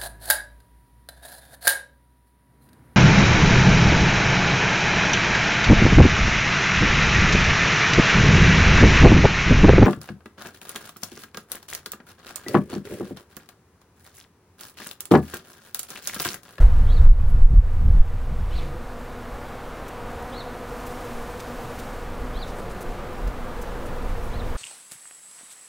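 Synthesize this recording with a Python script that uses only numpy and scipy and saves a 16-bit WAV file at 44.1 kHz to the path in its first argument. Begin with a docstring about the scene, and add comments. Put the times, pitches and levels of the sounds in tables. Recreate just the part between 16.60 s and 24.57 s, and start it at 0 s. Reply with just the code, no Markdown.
"""Wind thumps on the microphone for the first two seconds, and the limiter ducks the whole garden under
the strongest gusts. As it drops to a breeze, honeybees are heard working a flowering shrub: many
wingbeats merge into a soft hum, single bees stand out of it and a bumblebee drones past.
A small bird repeats an arched two-voiced chirp; twigs tick and leaves brush faintly close by.
Behind it all lie the hiss of foliage and the far outdoor rush."""
import sys
import numpy as np
from scipy import signal
from scipy.fft import rfft, irfft, next_fast_len
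from scipy.io import wavfile
from scipy.ndimage import uniform_filter1d, minimum_filter1d

SR = 44100
rng = np.random.default_rng(int(sys.argv[2]) if len(sys.argv) > 2 else 0)


def put_to_file(sound):
    """Save the sound as 16-bit audio at rate SR, in the file named by the first command-line argument."""
    columns = np.atleast_2d(sound).T  # one column per channel
    safe = np.clip(columns, -1, 1)
    whole_steps = np.round(safe * 32767)
    wavfile.write(sys.argv[1], SR, whole_steps.astype(np.int16))


N = 351477
TIME = np.arange(N) / SR


# hum from the shrub, as it reaches the microphone: (time [s], level [dB])
SWARM_LEVEL = [(0, -43), (.4, -42.5), (.9, -45), (1.85, -46), (2.05, -42), (2.6, -42), (3.1, -46),
               (3.55, -41), (4.7, -40.5), (5.45, -42), (7.97, -40.5)]
# how far the wingbeats in the shrub lie apart: (time [s], spread [share of the wingbeat])
WINGBEAT_SPREAD = [(0, .036), (4.7, .034), (6.5, .048)]
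# tone of a honeybee's wing stroke: (harmonic [number], relative level [dB])
HONEYBEE_TONE = [(1, -2), (2, 1), (3, -6), (4, -11), (5, -9), (6, -11), (7, -13), (8, -22), (9, -23),
                 (10, -25.5)]

def honeybees(count=16, wingbeat_hz=243):
    """Each bee has its own wingbeat, which wanders as it manoeuvres; its buzz swells as it turns."""
    hum_db, = in_time(SWARM_LEVEL)
    spread, = in_time(WINGBEAT_SPREAD)
    hum = np.zeros(N)
    for own_offset in np.linspace(-1, 1, count):
        detune = .7 * own_offset + .7 * drift(1.5) + .45 * drift(10.01)
        hum += from_db(1.45 * drift(1.55)) * buzz(wingbeat_hz * (1 + spread * detune), HONEYBEE_TONE)
    return from_db(hum_db) * evened(rms_one(hum), seconds=.13)


# single bees and smaller, faster fliers hopping from flower to flower:
# (time [s], half length [s], wingbeat [Hz], level [dB], overtone boost [dB])
FLOWER_HOPS = [(2.1, .11, 334, -45.5, -14), (2.1, .09, 245, -47, 7), (2.496, .24, 242, -45.5, -4),
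               (3.56, .12, 240, -46, 3), (4.048, .22, 246, -44.5, -3), (4.63, .1, 240, -42.5, 5),
               (4.947, .11, 242, -43, -3), (5.063, .055, 228, -45.5, 4), (5.7, .12, 249, -46, 0),
               (6.24, .26, 355, -47.5, -9), (6.618, .12, 254, -48, 0), (7.794, .088, 233, -43.5, 0)]
# their soft wing stroke: (harmonic [number], relative level [dB])
HOP_TONE = [(1, 0), (2, 0), (3, -19), (4, -19)]

def hopping_bees(wander=.012):
    """A bee lifts off, hums clear of the swarm and lands; some face the microphone and buzz brighter."""
    out = np.zeros(N)
    for s, half_length, beat_hz, level_db, overtones_db in FLOWER_HOPS:
        flight = from_db(level_db + 1.9 * drift(12)) * bell_curve(s, half_length)
        tone = [(k, db + overtones_db * (k > 1)) for k, db in HOP_TONE]
        out += flight * buzz(beat_hz * (1 + wander * drift(7.1)), tone)
    return out


# one bee swerving closer to the microphone: (time [s], wingbeat [Hz], level [dB])
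NEAR_BEE_FLIGHT = [(2.6, 280.5, -56), (2.82, 284.4, -41.5), (3.2, 258, -50), (3.6, 242.8, -41),
                   (4.4, 240, -55), (5.4, 237.2, -60), (5.6, 240, -75)]
# its raspier wing stroke at close range: (harmonic [number], relative level [dB])
NEAR_BEE_TONE = [(1, -10), (2, -5), (3, -4), (4, -7), (5, -10), (6, -14), (7, -26.5), (8, -19)]

def near_bee(flutter=.045):
    """Its wings flutter as it steers, race in the swerve, then settle to the pace of the others."""
    beat_hz, level_db = in_time(NEAR_BEE_FLIGHT)
    gain = from_db(level_db + 2.1 * drift(7.3))
    return gain * buzz(beat_hz * (1 + flutter * drift(25)), NEAR_BEE_TONE)


# a bumblebee droning past the microphone: (time [s], wingbeat [Hz], level [dB])
BUMBLEBEE_FLIGHT = [(1.87, 146.4, -57), (2.0, 148.6, -37.5), (2.12, 146.2, -38.5), (2.2, 152, -51),
                    (2.4, 160, -79)]
# its rounder wing stroke: (harmonic [number], relative level [dB])
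BUMBLEBEE_TONE = [(1, 1), (2, -16), (3, -15)]

def bumblebee(wander=.0276):
    """A heavier body beats its wings more slowly."""
    beat_hz, level_db = in_time(BUMBLEBEE_FLIGHT)
    gain = from_db(level_db + 2.8 * drift(33))
    return gain * buzz(beat_hz * (1 + wander * drift(17)), BUMBLEBEE_TONE)


def buzz(beat_hz, tone):
    """One wing stroke repeated at the wingbeat rate; rms 1."""
    cycle = np.linspace(0, 1, 513)
    stroke = sum(from_db(db) * np.sin(2 * np.pi * (k * cycle + rng.random())) for k, db in tone)
    return np.interp(np.cumsum(beat_hz) / SR % 1, cycle, rms_one(stroke))


# wind right on the microphone, strong at first, then a light breeze: (time [s], strength [dB])
WIND_STRENGTH = [(0, -14), (.42, -14), (.6, -13), (.9, -13), (1.1, -18), (1.3, -13), (1.48, -22),
                 (1.62, -24), (1.98, -23.5), (2.1, -31.5), (2.6, -42.5), (4.9, -48), (5.65, -33),
                 (6.15, -40), (7.15, -35.5), (7.5, -29.5), (7.9, -28.5)]
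# large, middling and small eddies at its ports: (frequency [Hz], relative density [dB])
LARGE_EDDIES = [(12, 12.5), (22, 13.5), (35, 11.5), (50, -12), (65, -6)]
MIDDLING_EDDIES = [(35, -18), (58, 4), (75, -2.5), (100, -8.5), (135, -23)]
SMALL_EDDIES = [(80, -14.5), (120, 6.5), (165, -2.5), (240, -13), (400, -21.5)]

def wind():
    """One wind drives all eddies: large ones thump on both ports alike, small ones flutter a bit apart."""
    wind_db, = in_time(WIND_STRENGTH)
    thumps = from_db(wind_db + 2) * evened(noise(LARGE_EDDIES), seconds=.041)
    rumble = from_db(1.056 * wind_db - 5) * evened(noise(MIDDLING_EDDIES), seconds=.045)
    flutter = from_db(.86 * wind_db - 23.5) * evened(wide_noise(SMALL_EDDIES), seconds=.17)
    return thumps + rumble + flutter


# single gusts striking the microphone, ahead of the limiter:
# (time [s], swirl peak [dB], build-up [s], swirl rate [Hz], flutter level [dB])
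MIC_GUSTS = [(.048, 0, .024, 33, -28), (.23, -12, .028, 24, -25), (.41, -7, .015, 48, -31),
             (.466, -3, .022, 23, -24), (.513, 10.5, .02, 21, -29), (.64, -12, .02, 50, -27),
             (.755, -9, .022, 42, -21), (.853, 9, .018, 24, -28), (.945, -7, .028, 55, -12.5),
             (.99, 8, .015, 32, -17), (1.29, -10, .055, 55, -20), (1.368, -5, .022, 42, -18.5),
             (1.408, 5, .013, 25, -28), (1.55, -22, .018, 65, -31), (1.73, -23, .026, 62, -26),
             (1.815, -21, .022, 55, -28), (1.96, -20, .045, 40, -45), (2.74, -30, .026, 38, -50),
             (4.6, -31, .06, 17, -52), (5.0, -34, .035, 25, -54), (5.62, -27, .04, 35, -46),
             (5.76, -25, .035, 30, -48), (6.31, -27, .04, 24, -48), (6.68, -17.5, .036, 31, -38),
             (6.835, -25, .025, 33, -46), (7.03, -26, .04, 26, -48), (7.5, -24, .05, 30, -42),
             (7.79, -21.5, .05, 36, -36)]
# the flutter they shed at the ports: (frequency [Hz], relative density [dB])
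GUST_SPECTRUM = [(85, 5.5), (125, 4.5), (200, -6.5), (290, -19.5), (450, -28)]

def gusts(wander=.3, fall_share=.55):
    """A gust is one big swirl that builds up, shedding flutter, and collapses after its hardest push."""
    out = np.zeros((2, N))
    flutter = evened(wide_noise(GUST_SPECTRUM), seconds=.041)
    swirl_time = np.cumsum(1 + wander * drift(21)) / SR  # an uneven clock makes the swirl waver
    for s, peak_db, build_up, hz, flutter_db in MIC_GUSTS:
        swirl = np.cos(2 * np.pi * hz * (swirl_time - np.interp(s, TIME, swirl_time)))
        half_length = build_up * np.where(TIME < s, 1, fall_share)
        out += bell_curve(s, half_length) * (from_db(peak_db) * swirl + from_db(flutter_db) * flutter)
    return out


# a small bird heard through the foliage: (time of the arch's top [s], upper voice top [Hz],
# main voice top [Hz], stretch [factor], upper voice stress on rise [dB], on fall [dB],
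# main voice stress on rise [dB], at top [dB], on fall [dB])
BIRD_CHIRPS = [(.346, 4550, 4450, 1.1, -45.5, -51, -45, -57, -41.5),
               (1.966, 4620, 4230, .85, -47, -45.5, -43, -39, -38),
               (3.783, 4480, 4330, .95, -43.5, -40.5, -48.5, -36, -39.5),
               (5.804, 4720, 4400, .95, -45.5, -45, -46.5, -50, -35.5),
               (7.778, 4580, 4350, .9, -47.5, -70, -54, -66, -44.5)]
# the two sides of its syrinx: (unstretched time from top [s], pitch [share of top], relative level [dB])
MAIN_ARCH = [(-.065, .69, -6), (-.036, .75, -1), (-.027, .79, -3), (-.016, .9, 0), (-.004, 1, 0),
             (.008, 1, 0), (.02, .93, 0), (.032, .83, -1), (.044, .79, -12)]
UPPER_ARCH = [(-.07, .71, -12), (-.054, .78, -3), (-.032, .9, 0), (-.018, .96, -3), (-.002, 1, -1),
              (.012, .99, -1), (.028, .92, -3), (.046, .8, -8)]

def bird(quaver=.011, flank_s=.02):
    """Two near-sine voices arch up and over, stressed anew in each call; foliage scatters a tail."""
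    song = np.zeros(N)
    for s, upper_hz, main_hz, stretch, *stresses in BIRD_CHIRPS:
        from_top = (TIME - s) / stretch
        voices = (MAIN_ARCH, main_hz, stresses[2:]), (UPPER_ARCH, upper_hz, stresses[:2])
        for arch, top_hz, stress_db in voices:
            on = (from_top > arch[0][0]) & (from_top < arch[-1][0])
            pitch_share, arch_db = in_time(arch, from_top[on])
            stress_times = np.linspace(-flank_s, flank_s, len(stress_db))
            level_db = arch_db + np.interp(from_top[on], stress_times, stress_db)
            pitch_hz = top_hz * pitch_share * (1 + quaver * drift(200)[on])
            song[on] += from_db(level_db) * np.sin(2 * np.pi * np.cumsum(pitch_hz) / SR)
    song *= from_db(2.5 * drift(120) - 1.5)  # the level flickers
    return song + scattered(song, t60=.04, level_db=-8) + scattered(song, t60=.45, level_db=-7)


# twigs ticking close to the microphone: (time [s], strength [dB], relative body [dB], slips [count])
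TWIG_TICKS = [(3.282, -23.5, -4, 3), (3.625, -30, -6, 2), (4.0921, -34, 2, 2), (4.2028, -29, -8, 3),
              (4.2617, -28, 2, 5), (4.44, -30, -6, 5), (4.7965, -30, 18, 4), (5.1885, -24, 7, 5),
              (5.876, -35, 11, 4), (5.9948, -31, -2, 2), (6.2078, -22.5, -3, 5), (6.53, -33, 4, 2),
              (6.6745, -27, 9, 2), (7.0159, -21, -12, 4)]
# the bright ring of a twig: (frequency [Hz], width [Hz], gain [dB])
TWIG_MODES = [(6500, 2500, -3), (9000, 3000, -1), (13000, 5000, 0)]

def twigs(slip_gap_s=.0044, crackles_per_s=18):
    """Each tick is a short run of slips, strongest in the middle, ringing briefly in the twig."""
    slips, body = np.zeros(N), np.zeros(N)
    for s, strength_db, body_db, count in TWIG_TICKS:
        order = np.arange(int(count))
        jitter = rng.uniform(-.15, .15, len(order))
        at = ((s + slip_gap_s * (order + jitter)) * SR).astype(int)
        arch = np.sqrt(np.sin(np.pi * (order + .5) / count))
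        sizes = from_db(strength_db) * arch * rng.choice([-1, 1], len(order))
        slips[at] += sizes
        body[at] += sizes * from_db(body_db)
    # faint crackle of leaves in between
    slips += (rng.random(N) < crackles_per_s / SR) * from_db(-40 + 2 * rng.standard_normal(N))
    ring = sum(from_db(db) * resonance(slips, hz, width) for hz, width, db in TWIG_MODES)
    ticks = ring + resonance(body, hz=3700, width_hz=2800)
    return ticks + scattered(ticks, t60=.03, level_db=-6)


# leaves brushing close by: (time [s], level [dB], half length [s], centre frequency [Hz])
LEAF_BRUSHES = [(0.698, -53, 0.014, 10500), (1.992, -47, 0.066, 2350), (4.273, -52, .008, 13130),
                (4.302, -58, 0.055, 10000), (5.89, -51.5, 0.014, 5140), (5.986, -55, 0.024, 8000),
                (6.11, -53, 0.012, 7460), (6.23, -46, 0.003, 8500), (7.266, -49, 0.0071, 8600),
                (7.65, -57, 0.027, 9900)]

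def leaves(grains_per_s=4000):
    """Leaves slide over each other in short grainy swishes."""
    out = np.zeros(N)
    grains = rng.standard_normal(N) * (rng.random(N) < grains_per_s / SR)
    for s, level_db, half_length, hz in LEAF_BRUSHES:
        out += from_db(level_db) * bell_curve(s, half_length) * rms_one(resonance(grains, hz, .5 * hz))
    return out


# the far outdoor rush, and a low far rumble that swells late: (time [s], level [dB])
FAR_RUSH_LEVEL = [(0, -31.5), (.12, -39), (1, -41), (2, -38.5), (3.6, -36.5), (6.6, -37), (7.97, -35.5)]
FAR_RUMBLE_LEVEL = [(0, -57.5), (5, -58), (6, -42), (6.7, -45.5), (7.3, -40), (7.97, -49)]
# rush, rumble and foliage as heard from the shrub: (frequency [Hz], relative density [dB])
FAR_RUSH_SPECTRUM = [(30, 8), (70, 4.5), (110, 5.5), (190, 0.5), (300, 0.5), (600, 0.5), (900, -1),
                     (1200, -2.5), (1600, -7.5), (2100, -11.5), (3000, -17.5), (4200, -22.5), (6000, -34.5),
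                     (15000, -84)]
FAR_RUMBLE_SPECTRUM = [(100, -25.5), (185, -0.5), (270, -13), (360, -7.5), (550, -6)]
FOLIAGE_SPECTRUM = [(1500, 5.5), (3500, 4.5), (5500, 4), (8500, 2.5), (11000, -0.5), (15500, -1)]

def garden_air(stir_start_s=4.07, stir_end_s=5.39, stir_fade_s=.21):
    """A dull far rush gains body; foliage hisses finely, more strongly while the shrub is stirred."""
    rush_db, = in_time(FAR_RUSH_LEVEL)
    rumble_db, = in_time(FAR_RUMBLE_LEVEL)
    rush = from_db(rush_db + .4 * drift(1.2)) * noise(FAR_RUSH_SPECTRUM)
    rumble = from_db(rumble_db) * noise(FAR_RUMBLE_SPECTRUM)
    resting = from_db(-54 + rush_db - rush_db.mean())  # foliage at rest follows the rush
    inside_stir_s = np.minimum(TIME - stir_start_s, stir_end_s - TIME)
    stirred = from_db(-52.5) * np.clip(inside_stir_s / stir_fade_s + .5, 0, 1)
    foliage = np.hypot(resting, stirred) * from_db(.5 * drift(17)) * noise(FOLIAGE_SPECTRUM)
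    return rush + rumble + foliage


# the microphone's own noise floor: (frequency [Hz], relative density [dB])
MIC_SPECTRUM = [(2500, -45), (4500, -22), (6000, -9), (8000, -3), (11000, 0), (15500, 0)]

def mic_hiss(level_db=-68.5):
    """Each channel adds a faint, high hiss of its own."""
    return from_db(level_db) * np.array([noise(MIC_SPECTRUM), noise(MIC_SPECTRUM)])


def from_db(db):
    """Decibels to gain."""
    return 10 ** (np.asarray(db) / 20)


def rms_one(x):
    """Scale to an rms of 1."""
    return x / np.sqrt(np.mean(x ** 2) + 1e-20)


def in_time(rows, at=TIME):
    """The columns of a curve table, joined by straight lines."""
    s, *columns = np.transpose(rows)
    return [np.interp(at, s, c) for c in columns]


def bell_curve(peak_s, half_length_s):
    """A Gaussian rise and fall with a peak of 1."""
    return np.exp(-.5 * ((TIME - peak_s) / half_length_s) ** 2)


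def drift(rate_hz):
    """Smooth random wandering with a spread of 1."""
    step, run_in = 100, 2000
    pole = np.exp(-2 * np.pi * rate_hz * step / SR)
    kicks = rng.standard_normal(N // step + run_in + 2)
    slow = signal.lfilter([1], [1, -2 * pole, pole * pole], kicks)[run_in:]
    return np.interp(np.arange(N) / step, np.arange(len(slow)), rms_one(slow))


def noise(spectrum):
    """Noise of a given colour, rms 1; it falls steeply above the last point and is empty below 10 Hz."""
    size = next_fast_len(N)
    hz = np.maximum(np.fft.rfftfreq(size, 1 / SR), 1)
    points_hz, level_db = np.transpose(spectrum)
    skirt = np.minimum(points_hz[-1] / hz, 1) ** 4 * (hz > 10)
    gain = from_db(np.interp(np.log(hz), np.log(points_hz), level_db)) * skirt
    return rms_one(irfft(rfft(rng.standard_normal(size)) * gain, size)[:N])


def wide_noise(spectrum, likeness=.984):
    """Noise that is nearly, but not quite, the same at both microphone ports."""
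    mid = np.sqrt((1 + likeness) / 2) * noise(spectrum)
    side = np.sqrt((1 - likeness) / 2) * noise(spectrum)
    return mid + side * [[1], [-1]]


def evened(x, seconds):
    """Take the slow swells out of a sound."""
    return x / np.sqrt(uniform_filter1d(x ** 2, int(seconds * SR)) + 1e-6)


def resonance(x, hz, width_hz):
    """One resonance with a gain of 1 on top."""
    r = np.exp(-np.pi * width_hz / SR)
    feedback = [1, -2 * r * np.cos(2 * np.pi * hz / SR), r * r]
    return signal.lfilter(np.array([1, 0, -1]) * (1 - r * r) / 2, feedback, x + 1e-18)


def scattered(x, t60, level_db):
    """A dying spray of small echoes."""
    age = TIME[:SR // 2]
    echoes = rng.standard_normal(len(age)) * from_db(-60 * age / t60)
    return from_db(level_db) * signal.fftconvolve(x, echoes / np.linalg.norm(echoes))[:N]


def released(cut_db, seconds):
    """Each cut in gain dies away exponentially, unless a deeper one follows."""
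    recovery = np.exp(-TIME / seconds)
    return recovery * np.maximum.accumulate(cut_db / recovery)


def limiter(x, ceiling_db=-1.5, attack_s=.014, held_share=.48):
    """Peaks over the ceiling push the whole sound down; the gain springs partway back, then creeps."""
    peak_db = 20 * np.log10(np.abs(x).max(axis=0) + 1e-9)
    over_db = np.maximum(peak_db - ceiling_db, 0)
    cut_db = np.maximum(released(over_db, seconds=.1), released(held_share * over_db, seconds=.81))
    span = int(attack_s * SR)
    return x * from_db(uniform_filter1d(minimum_filter1d(-cut_db, span), span))


def scene():
    """The garden lies in the middle; the wind presses a little harder on the right of the microphone."""
    garden = garden_air() + honeybees() + hopping_bees() + near_bee() + bumblebee()
    garden += bird() + twigs() + leaves()
    return garden + mic_hiss() + (wind() + gusts()) * from_db([[-.2], [.2]])


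def record(dry, edge_s=.005, cutoff_hz=15700):
    """The limiter holds down the strongest thumps; both ends fade briefly and the top treble is cut."""
    from_edge_s = np.minimum(TIME, TIME[::-1])
    fade = np.sin(np.pi / 2 * np.minimum(from_edge_s / edge_s, 1)) ** 2
    lowpass = signal.ellip(12, .1, 90, cutoff_hz, fs=SR, output="sos")
    return signal.sosfilt(lowpass, fade * limiter(dry))


dry = scene()
out = record(dry)
put_to_file(out)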